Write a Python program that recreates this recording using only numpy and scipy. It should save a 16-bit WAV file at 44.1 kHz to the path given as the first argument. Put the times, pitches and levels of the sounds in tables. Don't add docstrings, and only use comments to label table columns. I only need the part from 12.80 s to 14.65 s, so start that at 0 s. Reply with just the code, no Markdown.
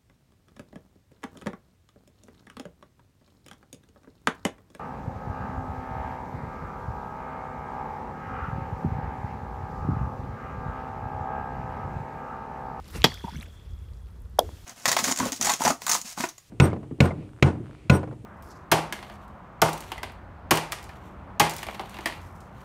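import sys
import numpy as np
from scipy import signal
from scipy.io import wavfile

SR = 44100
rng = np.random.default_rng(int(sys.argv[2]) if len(sys.argv) > 2 else 0)


def output_pcm(signal):
    pcm = np.clip(np.atleast_2d(signal).T, -1, 1) * 32767
    wavfile.write(sys.argv[1], SR, np.round(pcm).astype(np.int16))


def volts(x):
    e = np.asarray(x, float) / 20
    return 10 ** e


N = 81585

# [t/s, level/dB]
WIND_GUSTS = [(0, -42.5), (.1, -48.5), (.19, -27.5), (.24, -40), (.42, -44), (.6, -40), (.72, -47.5),
              (.83, -42), (.93, -33.5), (1.0, -41.5), (1.1, -36), (1.3, -42.5), (1.4, -38), (1.55, -39.5),
              (1.7, -42), (1.85, -42)]
# [f/Hz, density/dB per Hz]
WIND_COLOUR = [(15, -40), (25, -18), (65, 1), (97, -11), (113, -21.5), (178, -17.5), (206, -39.5),
               (400, -36.5), (520, -65.5), (880, -120)]
# [f/Hz, density/dB per Hz]
AIR_COLOUR = [(120, -46.5), (200, -8), (385, -3.5), (618, -11), (1350, -10), (1980, -22), (11800, -29.5),
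              (15500, -32.5)]
# [t/s, level/dB]
SWING_LEVEL = [(0, -59), (.07, -53.5), (.085, -50), (.12, -51.5), (.16, -35.5), (.195, -46.5), (.21, -45.5),
               (.43, -64), (.445, -50.5), (.55, -52), (.63, -51.5), (.68, -59), (1.85, -82)]
# [f/Hz, density/dB per Hz]
SWISH_COLOUR = [(71, -31), (120, 4.5), (530, -9), (812, -12), (955, -12.5), (1300, -10.5), (15500, -28)]
# [t/s, level/dB, centre f/Hz]
GRIT_TICKS = [(.044, -36.5, 5500), (.080, -32, 10500), (.086, -33, 5000), (.101, -35, 5000),
              (0.16, -49.5, 10000), (0.2190, -13.5, 3600), (0.2192, -24, 5600), (0.2305, -24, 3000),
              (0.23, -36.5, 6000), (0.321, -46, 8000), (0.342, -22.5, 6050), (.344, -26, 13100),
              (.496, -31, 5000), (0.601, -31.5, 9000), (.626, -29.5, 12000), (0.685, -43, 4500),
              (0.799, -43, 3480), (.990, -45.5, 6940), (1.087, -44.5, 3225), (1.26, -48, 4500),
              (1.287, -46, 3200), (1.420, -40, 11670), (1.135, -44, 4500), (1.27, -44.5, 3500),
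              (0.936, -45.5, 5600), (1.173, -47, 6110), (1.285, -47, 12050), (1.311, -48, 13000),
              (1.305, -50, 4990), (1.402, -44, 13100), (1.498, -45, 12460), (1.569, -52, 4020),
              (1.579, -44, 7000), (1.586, -36, 4100), (1.5865, -46, 6500), (0.664, -42, 6000),
              (.680, -49, 8500)]
# [f/Hz, density/dB per Hz]
SPLINTER_COLOUR = [(1500, -40), (3000, -6.5), (6000, -1), (8000, -10), (11700, 1), (13000, -3.5),
                   (15500, -2.5)]
# [t/s, level/dB, t60/s, rise/s]
SPLINTERS = [
    (.2416, -10.5, 0.0078, 0.00028),
    (.2445, -28.5, 0.071, .002),
    (0.1, -53, .25, .003),
    (1.5915, -19.5, 0.0048, 0.00012),
    (1.594, -41.5, 0.07, .002),
]
# [f/Hz, density/dB per Hz]
SHORE_COLOUR = [(180, -32.5), (300, -4), (470, -6.5), (970, -10.5), (6000, -12.5), (11000, -19.5),
                (15500, -19)]
# [t/s, level/dB, t60/s, rise/s]
RING_RETURNS = [
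    (.229, -40.5, 0.2, 0.0024),
    (.25, -41.5, 0.39, 0.014),
    (.3, -55, 2.5, 0.013),
    (.331, -46, 0.13, .003),
    (.372, -53, 0.15, 0.0045),
    (.515, -57, .15, .008),
    (.765, -62.5, .1, .004),
    (1.598, -45.5, 0.083, 0.002),
    (1.6, -64, 1.4, .02),
]
# [t/s, level/dB, t60/s, rise/s]
SHORE_RETURNS = [
    (.25, -52, 1.37, .02),
    (1.593, -56.5, 11.6, .005),
]
# [t/s, ring level/dB, thud level/dB]
CONTACTS = [(0.2411, -21, -39.5), (0.2418, -12, -35.5), (0.2424, 3.5, -22.5), (0.2449, -2.5, -1),
            (0.2465, -7, -13.5), (.2480, -5.5, -19), (0.2514, -14.5, -7), (0.2547, -16, -15),
            (.2580, -14.5, -21), (0.2623, -26.5, -24), (.2680, -31, -19), (.275, -33, -27),
            (.284, -38, -27)]
# [f/Hz, level/dB, t60/s]
HEAD_MODES = [(1760, -17.5, 0.02), (2107, -8, 0.0089), (2567, -7.5, .008), (3100, -5, 0.016),
              (3338, -1, 0.025), (3800, -9.5, 0.024), (4304, -7, 0.015), (4687, -8.5, 0.016),
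              (5170, -13.5, .015), (5700, -13.5, 0.036), (6200, -10.5, .012), (6900, -18.5, .008)]
# [f/Hz, level/dB, t60/s]
GROUND_MODES = [(148, -10.5, 0.18), (256, 5, 0.033), (400, 5.5, 0.015), (560, -2.5, .016),
                (680, -6.5, 0.018), (840, -4.5, 0.04), (1000, -6, .015), (1205, -12, 0.01)]
# [f/Hz, density/dB per Hz]
CRUNCH_COLOUR = [(88, -30.5), (150, 3.5), (373, -8), (844, -5), (966, -10.5), (1940, -15), (5500, -8.5),
                 (9000, -34)]
# [t/s, level/dB, t60/s, rise/s]
CRUNCHES = [
    (.2447, -10, 0.052, 0.00025),
    (.25, -38, 0.43, .006),
    (.262, -36, 0.12, .004),
    (1.594, -38, 0.053, 0.0018),
]
# [t/s, start f/Hz, end f/Hz,
# length/s, level/dB]
CHIPS = [(0.3188, 2300, 1370, 0.0036, -33.5), (0.345, 1500, 1400, 0.0055, -41),
         (0.374, 1710, 2990, 0.0051, -42), (0.404, 1100, 2380, 0.015, -52), (0.441, 950, 890, 0.018, -30),
         (0.463, 840, 1050, 0.011, -43), (0.471, 840, 890, 0.0063, -37), (0.479, 970, 843, 0.0087, -27),
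         (0.485, 874, 960, 0.014, -35), (0.495, 860, 834, 0.014, -50), (0.442, 1560, 1500, 0.012, -53),
         (0.508, 1500, 1200, 0.004, -55), (0.533, 890, 1290, 0.0073, -46), (0.548, 1400, 1600, 0.0035, -46),
         (0.5545, 1500, 1800, 0.006, -43), (0.555, 2140, 2250, 0.008, -42), (0.3, 2100, 1900, 0.0035, -40),
         (0.3215, 1100, 1000, 0.004, -39), (0.605, 2110, 2600, 0.004, -47),
         (0.581, 3300, 3400, 0.0046, -49), (0.564, 5900, 6200, 0.0052, -46),
         (.570, 2600, 3450, 0.0053, -45), (.610, 3260, 4700, 0.0036, -39.5),
         (0.626, 1270, 3800, 0.0084, -41), (.663, 1590, 1600, 0.0047, -48.5),
         (.659, 2300, 2600, 0.0022, -48), (0.678, 570, 570, 0.01, -47)]
# [t/s, f/Hz, level/dB, t60/s]
KNOCKS = [
    (0.4397, 374, -25.5, 0.034),
    (0.446, 194.4, -20, 0.036),
    (0.524, 181, -32, 0.061),
    (0.545, 240, -30, 0.038),
    (0.561, 148, -26, 0.1),
    (0.585, 221, -33, 0.064),
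]
# [low f/Hz, high f/Hz, level/dB, t60/s]
SHEET_BANDS = [(666, 1470, -20.5, 0.038), (450, 884, -30.5, 0.18), (315, 486, -39, 0.38),
               (194, 329, -43.5, 0.44)]
# [f/Hz, level/dB, t60/s, polarity]
BALL_MODES = [(3300, 2, 0.014, 0.89), (3800, -0.5, 0.0044, -0.67), (4850, -2, 0.0072, -0.59),
              (5500, -21, 0.0071, 0.94), (6500, 3.5, 0.0022, 0.36), (8000, -14, 0.0048, 0.77),
              (9420, -4, 0.003, 0.97), (11360, -4, 0.0032, 0.99), (13500, -15, 0.0026, -0.74),
              (15800, -16, .003, 0.86)]
# [t/s, start f/Hz, end f/Hz, length/s, level/dB]
BENDS = [
    (1.5925, 1330, 1000, 0.0055, -24.5),
    (1.595, 960, 686, 0.0074, -24),
    (1.602, 660, 790, 0.014, -30.5),
    (1.611, 523, 450, 0.015, -27),
    (1.622, 490, 640, 0.0099, -36),
    (1.633, 560, 440, 0.011, -53),
]

LANDING_S, ECHO_S = 1.586, 1.6912
PATTER_DB = -50


def rms_one(x):
    return x / np.sqrt(np.mean(x ** 2) + 1e-20)


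def in_time(rows):
    return np.interp(np.arange(N) / SR, *np.transpose(rows))


def drift(rate):
    r = np.exp(-80 * np.pi * rate / SR)
    slow = signal.lfilter([1], [1, -2 * r, r * r], rng.standard_normal(N // 40 + 2002))[2000:]
    return np.interp(np.arange(N) / 40, np.arange(len(slow)), rms_one(slow))


def ring(s, db, hz, t60):
    clicks = np.full(N, 1e-18)
    np.add.at(clicks, (np.atleast_1d(s) * SR).astype(int), volts(db))
    r = volts(-60 / (t60 * SR))
    w = 2 * np.pi * hz / SR
    return signal.lfilter([0, np.sin(w)], [1, -2 * r * np.cos(w), r * r], clicks)


def band(x, low_hz, high_hz):
    sos = signal.butter(2, [low_hz, min(high_hz, .45 * SR)], "band", fs=SR, output="sos")
    return signal.sosfilt(sos, x)


def noise(spectrum, patchy_db):
    hz, db = np.transpose(spectrum)
    white = rng.standard_normal((2, N + 4000))
    edges = 22 * 2 ** np.arange(0, 10, .5)
    out = 0
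    for k, (low, high) in enumerate(zip(edges, edges[1:])):
        level = np.interp(np.log(low * high) / 2, np.log(hz), db, left=-90)
        out = out + volts(level + patchy_db * drift(22)) * band(white[k % 2], low, high)[4000:]
    return rms_one(out)


def bursts(rows):
    start, db, t60, rise = np.transpose(rows)[:, :, None]
    t = np.maximum(np.arange(N) / SR - start, 0)
    return np.sum(volts(db - 60 * t / t60) * (1 - np.exp(-t / rise)), axis=0)


def glides(rows):
    out = np.zeros(N)
    for s, start_hz, end_hz, length, db in rows:
        u = np.linspace(0, 1, int(length * SR))
        phase = 2 * np.pi * np.cumsum(start_hz + (end_hz - start_hz) * u) / SR
        out[int(s * SR):][:len(u)] += volts(db) * np.sin(np.pi * u ** 0.6) * np.sin(phase)
    return out


def wind():
    return volts(in_time(WIND_GUSTS)) * noise(WIND_COLOUR, patchy_db=1.0)


def open_air():
    return volts(-62) * noise(AIR_COLOUR, patchy_db=1.3)


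def swing():
    return volts(in_time(SWING_LEVEL) + 0.96 * drift(86)) * noise(SWISH_COLOUR, patchy_db=-3.0)


def grit():
    stray = [(1.55 * a, PATTER_DB - 6 * d, 3000 * 4.5 ** b) for a, b, d in rng.random((24, 3))]
    out = np.zeros(N)
    for s, db, hz in [*GRIT_TICKS, *stray]:
        tick = ring(s, db, hz, 5.0 / hz)
        rebound = ring(s + .0004, db - 6, hz * .85, 5.0 / hz)
        out += band(tick + rebound, hz / 1.5, hz * 1.3)
    return out


def splinters():
    return bursts(SPLINTERS) * noise(SPLINTER_COLOUR, patchy_db=1.0)


def shores():
    white = rng.standard_normal(N)
    tone = rms_one(band(white, 3350 - 125, 3350 + 125))
    overtone = rms_one(band(white, 4500 - 125, 4500 + 125))
    hiss = bursts(SHORE_RETURNS) * noise(SHORE_COLOUR, patchy_db=.6)
    ringing = bursts(RING_RETURNS) * tone + bursts([(.275, -46, .3, .006)]) * overtone
    return hiss + volts(1.5 * drift(40)) * ringing


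def blow():
    s, ring_db, thud_db = np.transpose(CONTACTS)
    head, thud = 0, 0
    for hz, db, t60 in HEAD_MODES:
        head = head + ring(s, ring_db + db - 7.5 + rng.normal(0, 2.3, len(s)), hz, t60)
    for hz, db, t60 in GROUND_MODES:
        thud = thud + ring(s, thud_db + db - 10, hz, t60)
    head = band(band(head, 900, 6800), 900, 6800)
    return head + band(thud, 170, 1600)


def crunch():
    return bursts(CRUNCHES) * band(noise(CRUNCH_COLOUR, patchy_db=1.2), 40, 7200)


def chips():
    patter = []
    for a, b, c, d in rng.random((160, 4)):
        hz = 1000 * 6 ** b
        patter.append((.27 + (.665 - .27) * a, hz, hz * (.9 + .4 * c), .003, PATTER_DB - 8 * d))
    return glides([*CHIPS, *patter]) * volts(2.5 * drift(250))


def knocks():
    hits = sum(ring(s, db, hz, t60) for s, hz, db, t60 in KNOCKS)
    return signal.lfilter([.01], [1, -1.8, .81], hits)


def ice_chirp():
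    t = np.maximum(np.arange(N) / SR - LANDING_S, 0)
    hz = 560 + (3500 - 560) * np.exp(-t / 0.00147)
    peak_s, rise_s, cut_s = 0.005, 0.0019, 0.0012
    spread = np.where(t < peak_s, rise_s, cut_s)
    shape = np.exp(-((t - peak_s) / spread) ** 2 / 2) * (1 - np.exp(-t / 0.0024))
    return volts(-3.5) * shape * np.sin(2 * np.pi * np.cumsum(hz * (t > 0)) / SR)


def ice_sheet():
    white = rng.standard_normal(N)
    out = 0
    for low, high, db, t60 in SHEET_BANDS:
        tone = rms_one(band(band(white, low, high), low, high))
        out = out + bursts([(LANDING_S + 0.0034, db, t60, .002)]) * tone
    return out


def ball_click():
    s = LANDING_S + 0.0057
    click = sum(sign * ring(s, -9 + db, hz, t60) for hz, db, t60, sign in BALL_MODES)
    return signal.sosfilt(signal.butter(6, 3410, "high", fs=SR, output="sos"), click)


def bending_returns():
    return glides(BENDS) * volts(2.5 * drift(100))


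def landing_echo():
    main = ring(ECHO_S, -29, 484, 0.0044)
    return main + ring(ECHO_S, -29 - 6, 920, 0.01) + ring(ECHO_S + 0.0011, -29 - 7.5, 330, 0.029)


def scene():
    soft = wind() + open_air() + swing() + grit() + shores() + chips() + knocks()
    soft = signal.sosfilt(signal.ellip(10, .5, 60, 15950, fs=SR, output="sos"), soft)
    landing = ice_chirp() + ice_sheet() + ball_click() + bending_returns() + landing_echo()
    return (soft + splinters() + blow() + crunch() + landing)[None]


def low_pass(x):
    return signal.sosfilt(signal.butter(12, 16380, fs=SR, output="sos"), x)


def record(dry):
    x = np.clip(dry, -1, 1)
    x = signal.sosfilt(signal.cheby2(10, 60, 16650, fs=SR, output="sos"), x)
    x = signal.sosfilt(signal.butter(3, 38, "high", fs=SR, output="sos"), x)
    return low_pass(x)


dry = scene()
out = record(dry)
output_pcm(out)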